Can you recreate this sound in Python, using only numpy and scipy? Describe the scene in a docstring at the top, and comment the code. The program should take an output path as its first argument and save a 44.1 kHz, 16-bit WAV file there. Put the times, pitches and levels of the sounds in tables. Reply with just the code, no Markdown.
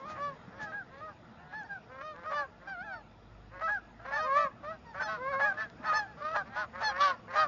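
"""Geese calling over a wide lake

A flock of geese honks over water, a few calls at first, then more of them and louder.
Each honk is a stack of reedy tones shaped by a long throat; many start as a growl and break upward with a rasp.
Faint honks murmur far off. Filtered noise washes below, short low rings knock on a hull and drops tick.
A faint low hum rises in pitch.
"""
import sys
import numpy as np
from scipy import signal
from scipy.fft import rfft, irfft
from scipy.io import wavfile
from scipy.ndimage import uniform_filter1d

SR = 44100
rng = np.random.default_rng(int(sys.argv[2]) if len(sys.argv) > 2 else 0)


def elevation(decibels):
    """Turn decibel levels (scalar or array-like) into linear amplitude ratios."""
    levels = np.asarray(decibels, float)
    return 10 ** (levels / 20)


def output_pcm(signal):
    """Save a mono or channel-first signal as 16-bit PCM at the path in sys.argv[1].

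    Samples are clipped to [-1, 1] before scaling.
    """
    pcm = np.clip(np.atleast_2d(signal).T, -1, 1) * 32767
    wavfile.write(sys.argv[1], SR, np.round(pcm).astype(np.int16))


N = 329427  # length in samples

# Low, high, low growling and high growling voice at middling effort and openness, against the second partial:
# growl_lines_db, first_db, third_db, fourth_db, hiss_db
VOICES = [(-21.5, -6.5, -10.5, -21.5, -30.5), (-19, -7, -29, -31.5, -29.5), (-7.5, -6, -1.5, -11.5, -30.5),
          (-11.5, -6.5, -21, -19.5, -28.5)]
# What the throat lets through: frequency_hz, level_db
THROAT = [(200, -40), (500, -6.5), (1200, 1.5), (1700, 6.5), (2300, -11), (3000, -14), (4500, -14),
          (6000, -23), (7200, -41.5)]
# Lines made when both sides of the voice organ (syrinx) sound: multiple_of_low_pitch, multiple_of_high_pitch
SUM_TONES = [(m, n) for m in range(-1, 7) for n in range(1, 5) if m] + [(3, -1)]
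# Colour of the breath noise, before its level is set: frequency_hz, relative_level_db
BREATH_COLOUR = [(300, -30.5), (600, 1), (1300, 0.5), (1900, -1), (2600, -11.5), (4500, -11.5),
                 (6300, -15.5), (7400, -16)]
# Rasps where a voice breaks upward; rasp_db and treble_extra_db in geese() shift the levels:
# peak_time_s, peak_level_db, length_s, treble_db
RASPS = [(0.108, -32, 0.073, -7.5), (0.173, -31, 0.066, -33), (0.612, -32, 0.047, -22),
         (0.632, -39.5, 0.053, 1.5), (0.73, -35, 0.055, -43), (1.535, -37.5, 0.035, -29.5),
         (2.244, -34, 0.029, -39), (2.328, -23.5, 0.051, -31), (2.69, -36.5, 0.041, -14),
         (3.615, -26.5, 0.035, -30), (3.704, -38, 0.029, -21), (4.06, -30.5, 0.039, -30),
         (4.119, -25.5, .046, -34.5), (4.178, -33, 0.025, -13.5), (4.37, -32.5, 0.035, -12),
         (4.644, -33, 0.036, -22), (4.952, -32.5, 0.039, -21), (5.012, -24, 0.041, -20),
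         (5.407, -17, 0.037, -38.5), (5.585, -52, 0.027, -23), (5.848, -25.5, 0.05, -26),
         (5.93, -18.5, 0.032, -27), (6.362, -11.5, 0.021, -32), (6.568, -28, .074, -19),
         (6.823, -20, 0.058, -18), (6.993, -36, 0.016, -25.5), (7.356, -21.5, 0.076, -19.5)]
# Wavelets knocking on the hull: start_s, level_db, pitch_hz
KNOCKS = [(0.479, -33.5, 190), (0.632, -39, 156.6), (2.814, -40, 188), (4.448, -38, 190),
          (5.798, -34.5, 248)]
# Ticking drops, before a gain in knocks(): start_s, level_db
TICKS = [(1.6334, -49), (2.162, -47.5), (5.6998, -42.5)]
# Colour of the water wash, before its level is set: frequency_hz, relative_level_db
WASH_COLOUR = [(18, -40.5), (30, -11), (112, 1), (227, 0), (392, -8), (777, -6.5), (1250, -14), (1370, -10),
               (1650, -17.5), (1930, -16.5), (4000, -26.5), (4900, -29), (6900, -35.5), (8970, -68),
               (15200, -120)]
# Swell of the wash, before a gain in wash(): time_s, level_db
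WASH_SWELL = [(0.0, -56), (0.91, -60), (2.93, -61.5), (3.22, -62), (4.99, -59), (5.28, -57.5),
              (6.011, -58.5), (7.261, -58.5), (7.47, -55)]
# Path of the hum, before a gain in hum(): time_s, pitch_hz, level_db
HUM_PATH = [(2.0, 48, -70), (2.9, 48.5, -64.5), (3.28, 49.5, -57.5), (4.251, 55.8, -61), (5.63, 64.3, -65),
            (6.19, 68, -66), (6.95, 67, -62), (7.47, 68, -75)]
# Echoes off the water and the shore: delay_s, level_db
ECHOES = [(.011, -9.5), (.043, -27.5), (.078, -36.5), (0.12, -39.5), (.155, -34.5)]
# Low honks: start_s, length_s, crest_pitch_hz, second_partial_crest_db, upper_partials_db
LOW_HONKS = [(0.168, .175, 579.5, -34.5, -14.5), (0.646, .11, 644, -45, -14),
             (1.008, .115, 631, -41.5, -19), (2.017, .15, 621.3, -43, -7),
             (2.246, 0.11, 630.6, -35.5, -16.5), (2.298, .165, 590, -32.5, -10.5),
             (3.615, 0.1, 654.6, -31.5, -17), (4.169, 0.14, 626.7, -32.5, -9),
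             (4.351, 0.14, 646, -31.5, -10), (5.046, .145, 652.3, -39, -5.5), (5.582, 0.102, 664, -56.5, 6),
             (6.338, .085, 610.4, -33.5, -13.5), (6.564, .1, 631.4, -39.5, -9),
             (7.359, .113, 626.4, -23.5, -13.5)]
# High honks that swoop up, then sag: start_s, length_s, crest_pitch_hz, second_partial_crest_db, upper_partials_db
ARCHING_HONKS = [(.722, 0.11, 828, -35.5, -29), (1.53, 0.12, 871.5, -39, -11),
                 (1.64, 0.041, 916, -52.5, -6), (3.678, 0.11, 843, -27.5, -21),
                 (4.122, .09, 888, -29.5, -9), (4.995, .05, 776, -31.5, -42), (5.85, 0.054, 895, -37.5, -1),
                 (6.56, 0.089, 867, -42, -1)]
# High honks that only fall: start_s, length_s, crest_pitch_hz, second_partial_crest_db, upper_partials_db
FALLING_HONKS = [(.595, 0.1, 851, -38.5, -16), (1.08, 0.053, 820, -54, -7), (1.69, 0.09, 801, -37, -20),
                 (2.362, 0.088, 858, -34, -12.5), (2.84, 0.1, 665, -50.5, -8.5),
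                 (2.921, 0.101, 909, -54.5, 3), (4.715, 0.057, 819, -53.5, -8), (4.85, .09, 933, -55.5, 4),
                 (4.999, 0.1, 871, -39, 4.5), (5.082, .11, 853, -53.5, -8), (5.32, 0.043, 765, -39, -13),
                 (5.396, 0.13, 841, -23.5, -17), (6.054, .095, 861, -53, -6.5),
                 (6.339, 0.087, 826, -31, -10), (6.823, 0.096, 868, -29, 5), (7.07, 0.12, 914, -58, -14),
                 (7.36, 0.098, 795, -32, -1)]
# Growls, mostly leading into a honk: start_s, length_s, mid_pitch_hz, mid_level_db, cycles_per_pattern
GROWLS = [(0.523, .08, 541, -58.5, 3), (0.903, .105, 545, -56, 2), (1.372, .17, 722, -60.5, 4),
          (1.891, .13, 526, -51, 2), (2.142, 0.12, 512, -55, 3), (2.596, 0.073, 536, -61, 3),
          (3.515, .11, 547, -53.5, 3), (3.995, .07, 690, -56, 4), (4.052, .115, 551.5, -45, 2),
          (4.946, .085, 577.3, -45.5, 3), (5.502, 0.11, 605, -49.5, 4), (5.794, 0.083, 629, -55, 3),
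          (6.17, .045, 598.6, -50.5, 3), (6.449, 0.039, 579, -56.5, 3), (6.498, .065, 796, -50, 3),
          (6.732, .105, 551, -47.5, 3), (6.872, .11, 534, -44.5, 3), (7.279, 0.073, 530, -46.5, 3)]
# Shape of low, arching and falling honks and growls, against the crest:
# crest_as_share_of_length, start_pitch_percent, end_pitch_percent, start_level_db, end_level_db
SHAPES = [(.43, -7, -11.5, -14, -20), (.38, -6, -17.5, -5.5, -13.5), (0.32, 4.5, -10.5, -15.5, -10),
          (0.468, -7.5, 6, -8.5, 5.5)]
# Calls with their own drawn pitch and level path, some wavering, some a single rise and fall.
# A list of points for each call: time_s, pitch_hz, second_partial_db
DRAWN_CALLS = [
    [(0.0, 532, -49), (0.04, 542.5, -44.5), (0.06, 606, -43), (0.11, 622.4, -43), (0.17, 609, -46.5)],
    [(2.675, 793, -39), (2.72, 780.5, -37.5), (2.77, 686, -44.5), (2.81, 728, -38), (2.85, 881, -47.5),
     (2.89, 804, -41.5), (2.94, 732, -38), (3.0, 577, -58)],
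    [(4.225, 475, -46.5), (4.27, 530.4, -34), (4.33, 549, -26), (4.38, 591.6, -21.5), (4.43, 587, -29),
     (4.47, 539.5, -32), (4.505, 485, -70)],
    [(4.635, 578, -47), (4.67, 603, -39.5), (4.71, 655, -38), (4.755, 621, -56)],
    [(5.17, 477.6, -55.5), (5.22, 513, -39), (5.27, 537, -34.5), (5.31, 569, -36), (5.34, 532.6, -32.5),
     (5.39, 549, -35.5), (5.43, 554, -34), (5.465, 622, -34.5), (5.51, 567, -52)],
    [(5.575, 862, -35.5), (5.61, 881, -31.5), (5.64, 864, -35.5), (5.67, 795, -49)],
    [(5.855, 639, -38), (5.9, 625.6, -23), (5.935, 609.5, -33.5), (5.965, 623, -30.5), (6.0, 587, -50.5)],
    [(5.935, 853, -34), (5.97, 879, -25.5), (6.01, 837, -33.5), (6.04, 806, -42), (6.07, 758, -52)],
    [(6.21, 576, -46), (6.225, 583.6, -37.5), (6.25, 608, -34), (6.33, 652, -33), (6.365, 661, -41)],
    [(6.985, 549, -34.5), (7.01, 574.5, -22.5), (7.04, 582.7, -23), (7.075, 563, -24), (7.11, 541, -30.5),
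     (7.15, 488, -48.5)],
]
# Voices of the drawn calls: cycles_per_pattern, first_db, third_db, fourth_db, upper_partials_db
DRAWN_VOICES = [(1, -7, -15.5, -17.5, -17), (1, -6.5, -18.5, -27, -15), (1, -10, -11, -19.5, -18),
                (1, -1, -9.5, -21, -14.5), (1, -2.5, -5, -12, -17.5), (4, -20, -26.5, -46, -18.5),
                (1, -20.5, -14, -22.5, -16.5), (1.2, -6, -24, -28, 2.5), (2, -7.5, -13, -23, -13.5),
                (3, -14.5, -13.5, -21, -9)]
# Low honks whose other side sounds the next high note: start_s, plain_sum_db, floor_of_further_sums_db
TWO_VOICED = [(.64, -23, -20), (1.01, -10, -30), (2.3, -17.5, -16), (3.61, -14.5, -15.5),
              (4.635, -10.5, -22), (5.045, 3.5, -12.5), (5.17, -14.5, -11), (5.58, -10.5, -11),
              (5.855, -10.5, -12.5), (6.34, -15, -12), (6.56, 3.5, -13.5), (6.985, -2.5, -9),
              (7.355, -15, -6.5)]

# Effort is the crest level above MIDDLING_DB: each dB lowers the first partial and lifts the hiss
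# against the second partial.
MIDDLING_DB, FIRST_PER_DB, HISS_PER_DB = -34.5, -0.25, 0.24
# An open throat lifts everything beside the second partial; these are dB per dB of openness.
MIDDLING_UPPER_DB, FIRST_PER_UPPER, THIRD_PER_UPPER = -11.5, 0.4, 0.31
FOURTH_PER_UPPER, HISS_PER_UPPER = 0.72, 0.36


def geese(clear=0.1, grainy=0.18, growling=0.41, split_hz=2500, rasp_db=-15, treble_extra_db=5.5):
    """All near calls, their sum tones, and noisy air that follows each call and bursts out in the rasps."""
    out, low_air, high_air = np.zeros((3, N))
    flock = calls()
    curves = []
    for rows, kind, cycles, *_ in flock:
        if kind > 1 or cycles == 2:
            rough = growling
        else:
            rough = grainy if cycles > 1 else clear
        curves.append(voice_curves(rows, rough))

    for curve, call in zip(curves, flock):
        t, pitch, phase, level = curve
        rows, kind, cycles, first_db, third_db, fourth_db, upper_db = call
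        growl_db, *_, hiss_db = VOICES[kind]
        hiss_db += HISS_PER_DB * (rows[:, 2].max() - MIDDLING_DB)
        hiss_db += HISS_PER_UPPER * (upper_db - MIDDLING_UPPER_DB)
        out[t] += honk(pitch, phase, level, (cycles, growl_db, first_db, third_db, fourth_db, upper_db))
        low_air[t] += elevation(level + hiss_db + 6.0)
        high_air[t] += elevation(level + hiss_db)

    def call_from(start, wanted):
        """First call of one kind that starts at this time or later, give or take 12 ms."""
        return next(c for c, call in zip(curves, flock) if call[1] == wanted and call[0][0, 0] > start - 0.012)

    for start, mix_db, floor_db in TWO_VOICED:
        t, tones = sum_tones(call_from(start, 0), call_from(start, 1), mix_db, floor_db)
        out[t] += tones

    time = np.arange(N) / SR
    for peak_time, db, length, treble_db in RASPS:
        puff = elevation(db + rasp_db) * np.exp(-8 * ((time - peak_time) / length) ** 2)
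        low_air += puff
        high_air += puff * elevation(treble_db + treble_extra_db)

    puffs = elevation(0.87 * drift(200))  # the air comes in uneven puffs
    air = rms_one(coloured(puffs * rng.standard_normal(N), BREATH_COLOUR))
    dull = signal.sosfiltfilt(signal.butter(2, split_hz, fs=SR, output="sos"), air)
    return out + low_air * dull + high_air * (air - dull)


def calls(high_from_hz=720, high_growl_from_hz=597, growl_upper_db=-11):
    """Every call in time order: curve, kind (row of VOICES), cycles, then first to fourth and upper levels in dB."""
    out = []
    for table, shape, kind in zip((LOW_HONKS, ARCHING_HONKS, FALLING_HONKS), SHAPES, (0, 1, 1)):
        _, first, third, fourth, _ = VOICES[kind]
        for *row, upper_db in table:
            opening, effort = upper_db - MIDDLING_UPPER_DB, row[3] - MIDDLING_DB
            first_db = first + FIRST_PER_DB * effort + FIRST_PER_UPPER * opening
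            third_db = third + THIRD_PER_UPPER * opening
            fourth_db = fourth + FOURTH_PER_UPPER * opening
            out.append((arch(*row, shape), kind, 1, first_db, third_db, fourth_db, upper_db))
    for *row, cycles in GROWLS:
        kind = 2 + (row[2] > high_growl_from_hz)
        _, first, third_db, fourth_db, _ = VOICES[kind]
        first_db = first + FIRST_PER_DB * (row[3] - MIDDLING_DB)
        out.append((arch(*row, SHAPES[3]), kind, cycles, first_db, third_db, fourth_db, growl_upper_db))
    for rows, voice in zip(DRAWN_CALLS, DRAWN_VOICES):
        out.append((np.array(rows), int(rows[0][1] > high_from_hz), *voice))
    return sorted(out, key=lambda call: call[0][0, 0])


def arch(start, length, hz, db, shape, break_db=-4.5, break_percent=-5):
    """Pitch and level bend away from the crest on both sides, as a breath builds and fades."""
    crest, start_percent, end_percent, start_db, end_db = shape
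    # a honk that breaks out of a growl starts close to its crest in level and pitch
    if any(abs(at + long - start) < 0.012 for at, long, *_ in GROWLS):
        start_db, start_percent = break_db, max(start_percent, break_percent)
    u = np.linspace(0, 1, 12)
    rising = u < crest
    away = np.where(rising, 1 - u / crest, (u - crest) / (1 - crest))
    # the powers round the curves about the crest
    pitch = hz * (1 + np.where(rising, start_percent, end_percent) / 100 * away ** 2.1)
    level = db + np.where(rising, start_db * away ** 2.8, end_db * away ** 2.5)
    return np.transpose([start + length * u, pitch, level])


def voice_curves(rows, rough, jitter=0.019, shimmer_db=5.0, fade_s=0.007):
    """Sample numbers, pitch, phase and level of one voice; rough voices waver in pitch and strength."""
    s, hz, db = np.transpose(rows)
    t = np.arange(int((s[0] - fade_s) * SR), min(int((s[-1] + fade_s) * SR), N))
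    t = t[t >= 0]
    smooth = int(0.01 * SR)
    pitch = uniform_filter1d(np.interp(t / SR, s, hz), smooth)
    pitch = pitch * (1 + jitter * rough * drift(72, size=len(t)))
    level = uniform_filter1d(np.interp(t / SR, s, db), smooth // 2)
    level = level + shimmer_db * rough * drift(70, size=len(t))
    edge = np.clip(np.minimum(t / SR - s[0], s[-1] - t / SR) / fade_s + 1, 1e-4, 1)
    phase = np.cumsum(2 * np.pi * pitch / SR)
    return t, pitch, phase, level + 40 * np.log10(edge)


def honk(pitch, phase, level, voice, flicker_db=4.0, effort=1.2, even_hz=2200, width_hz=1200, first_holds=0.33):
    """Partials of the pitch, plus growl lines between them when the cycles repeat in a longer pattern."""
    cycles, growl_db, first_db, third_db, fourth_db, upper_db = voice
    cycles = max(round(cycles), 1)
    below_peak = level - level.max()
    # the first partial does not follow the whole fall in level
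    first_db = first_db + first_holds * np.minimum(-below_peak, 20)
    own_db = {cycles: first_db, 2 * cycles: 0, 3 * cycles: third_db, 4 * cycles: fourth_db}
    out = 0
    for k in range(1, int(7300 * cycles / pitch.max())):  # lines up to about 7300 Hz
        hz = pitch * k / cycles
        is_between = k % cycles > 0
        high = np.clip((hz - even_hz) / width_hz, 0, 1)
        bright = upper_db + effort * high * below_peak  # a weaker breath is duller
        # high up the growl lines catch up with the partials
        between = growl_db + high * min((cycles - 1) / 2, 1) * (bright - growl_db)
        db = own_db.get(k, at_hz(THROAT, hz) + (between if is_between else bright))
        # weak lines flicker most: the upper partials and the low growl lines
        unsteady = 0.1 + np.maximum(0.8 * high, 1.1 * (1 - high) * is_between)
        db = db + flicker_db * unsteady * drift(25, size=len(hz))
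        out = out + elevation(db) * np.sin(phase * k / cycles + rng.uniform(0, 2 * np.pi))
    return out * elevation(level)


def sum_tones(low, high, mix_db, floor_db, order_db=-10.5, low_share=0.71):
    """Both sides of the syrinx mix into lines at m times the low pitch plus n times the high one."""
    t, i, j = np.intersect1d(low[0], high[0], return_indices=True)
    _, low_hz, low_phase, low_db = low
    _, high_hz, high_phase, high_db = high
    level = low_share * low_db[i] + (1 - low_share) * high_db[j]  # follows mostly the low side
    out = np.zeros(len(t))
    for m, n in SUM_TONES:
        order = max(m, -2 * m) + n - 2  # 0 for the plain sum
        colour = at_hz(THROAT, abs(m * low_hz[i] + n * high_hz[j])) + max(order_db * order, floor_db)
        phase = m * low_phase[i] + n * high_phase[j] + rng.uniform(0, 2 * np.pi)
        out += elevation(level + mix_db + colour) * np.sin(phase)
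    return t, out


def far_flock(count=70, level_db=-75.0, spread_db=10.0):
    """Faint, dull honks of geese far across the water, at random moments and pitches."""
    out = np.zeros(N)
    for when, high, long, loud in rng.random((count, 4)):
        start, hz, length = when * (N / SR - 0.3) + 0.018, 520 + 380 * high, 0.074 + 0.14 * long
        db = level_db + spread_db * (2 * loud - 1)
        rows = [(start, 0.86 * hz, db - 7.5), (start + 0.4 * length, hz, db), (start + length, hz, db - 9.0)]
        t, pitch, phase, level = voice_curves(rows, 1.0)
        cycles = 1 + 2 * (long > 0.6)  # the longer ones growl
        out[t] += honk(pitch, phase, level, (cycles, -6.0, -3.0, -12.0, -25.0, -25.0))
    return out


def open_water(x, dull_hz=2500):
    """Adds a few dull echoes, each smeared over a time that grows with its delay."""
    answer = np.zeros(int(0.2 * SR))
    for delay, db in ECHOES:
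        i, spread = int(delay * SR), int(0.23 * delay * SR)
        answer[i:i + spread] += elevation(db) * rng.standard_normal(spread) / np.sqrt(spread)
    dull = signal.sosfilt(signal.butter(1, dull_hz, fs=SR, output="sos"), answer)
    return x + signal.fftconvolve(x, dull)[:N]


def wash(patchy_db=1.0, gain_db=5.0):
    """Water noise in half-octave bands, each flickering a little on its own."""
    out = 0
    edges = 34 * 2 ** np.arange(0, 8.6, 0.5)  # Hz
    noise = coloured(rng.standard_normal(N), WASH_COLOUR)
    for low, high in zip(edges, edges[1:]):
        band = signal.sosfilt(signal.butter(2, [low, high], "band", fs=SR, output="sos"), noise)
        out = out + band * elevation(patchy_db * drift(8))
    s, db = np.transpose(WASH_SWELL)
    return rms_one(out) * elevation(np.interp(np.arange(N) / SR, s, db) + gain_db)


def knocks(ring_t60_s=0.047, tick_t60_s=0.0055, tick_gain_db=4.0):
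    """Hollow low rings on the hull and short bright ticks of noise; t60 is the time to fall by 60 dB."""
    rings, ticks = np.zeros((2, N))
    t = np.arange(int(0.15 * SR)) / SR
    for start, db, hz in KNOCKS:
        i = int(start * SR)
        soft_start = 1 - np.exp(-t / 0.0014)
        rings[i:i + len(t)] += elevation(db - 60 * t / ring_t60_s) * soft_start * np.sin(2 * np.pi * hz * t)
    for start, db in TICKS:
        i = int(start * SR)
        ticks[i:i + len(t)] += elevation(db + tick_gain_db - 60 * t / tick_t60_s) * rng.standard_normal(len(t))
    return rings + signal.sosfilt(signal.butter(2, [900, 5600], "band", fs=SR, output="sos"), ticks)


def hum(waver_db=2.0, gain_db=2.5):
    """A low gliding tone and its octave, wavering in level."""
    s, hz, db = np.transpose(HUM_PATH)
    t = np.arange(N) / SR
    level = np.interp(t, s, db, left=-90) + gain_db + waver_db * drift(2.2)
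    phase = np.cumsum(2 * np.pi * np.interp(t, s, hz) / SR)
    octave = elevation(-6.0 + waver_db * drift(7.1)) * np.sin(2 * phase)
    return elevation(level) * (np.sin(phase) + octave)


def rms_one(x):
    """Scales a signal to an average strength (rms) of 1."""
    return x / np.sqrt(np.mean(x ** 2) + 1e-20)


def at_hz(points, hz):
    """Reads a level off a frequency table, along a logarithmic frequency scale."""
    table = np.array(points)
    return np.interp(np.log(np.maximum(hz, 1)), np.log(table[:, 0]), table[:, 1])


def drift(rate_hz, size=N):
    """Slow random wander of rms 1: noise sent twice through a one-pole low-pass."""
    r = np.exp(-2 * np.pi * rate_hz / SR)
    lead = int(SR / rate_hz)  # run-in, thrown away
    noise = rng.standard_normal(size + lead)
    return rms_one(signal.lfilter([1], [1, -2 * r, r * r], noise)[lead:])


def coloured(x, spectrum):
    """Shapes a sound by scaling each frequency by a table."""
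    hz = np.arange(N // 2 + 1) * SR / N
    return irfft(rfft(x) * elevation(at_hz(spectrum, hz)), N)


def scene():
    """Near and far geese with their echoes, over the water and the hum."""
    flock = open_water(geese() + far_flock())
    return (flock + wash() + knocks() + hum())[None]


def top_cut(x):
    """Nothing passes above the cut-off."""
    return signal.sosfilt(signal.butter(12, 7180, fs=SR, output="sos"), x)


def record(dry):
    """The microphone drops the lowest bass and the recorder cuts the top steeply."""
    x = signal.sosfilt(signal.butter(2, 42, "high", fs=SR, output="sos"), dry)
    x = signal.sosfilt(signal.cheby1(12, 0.5, 7100, fs=SR, output="sos"), x)
    return top_cut(x)


dry = scene()
out = record(dry)
output_pcm(out)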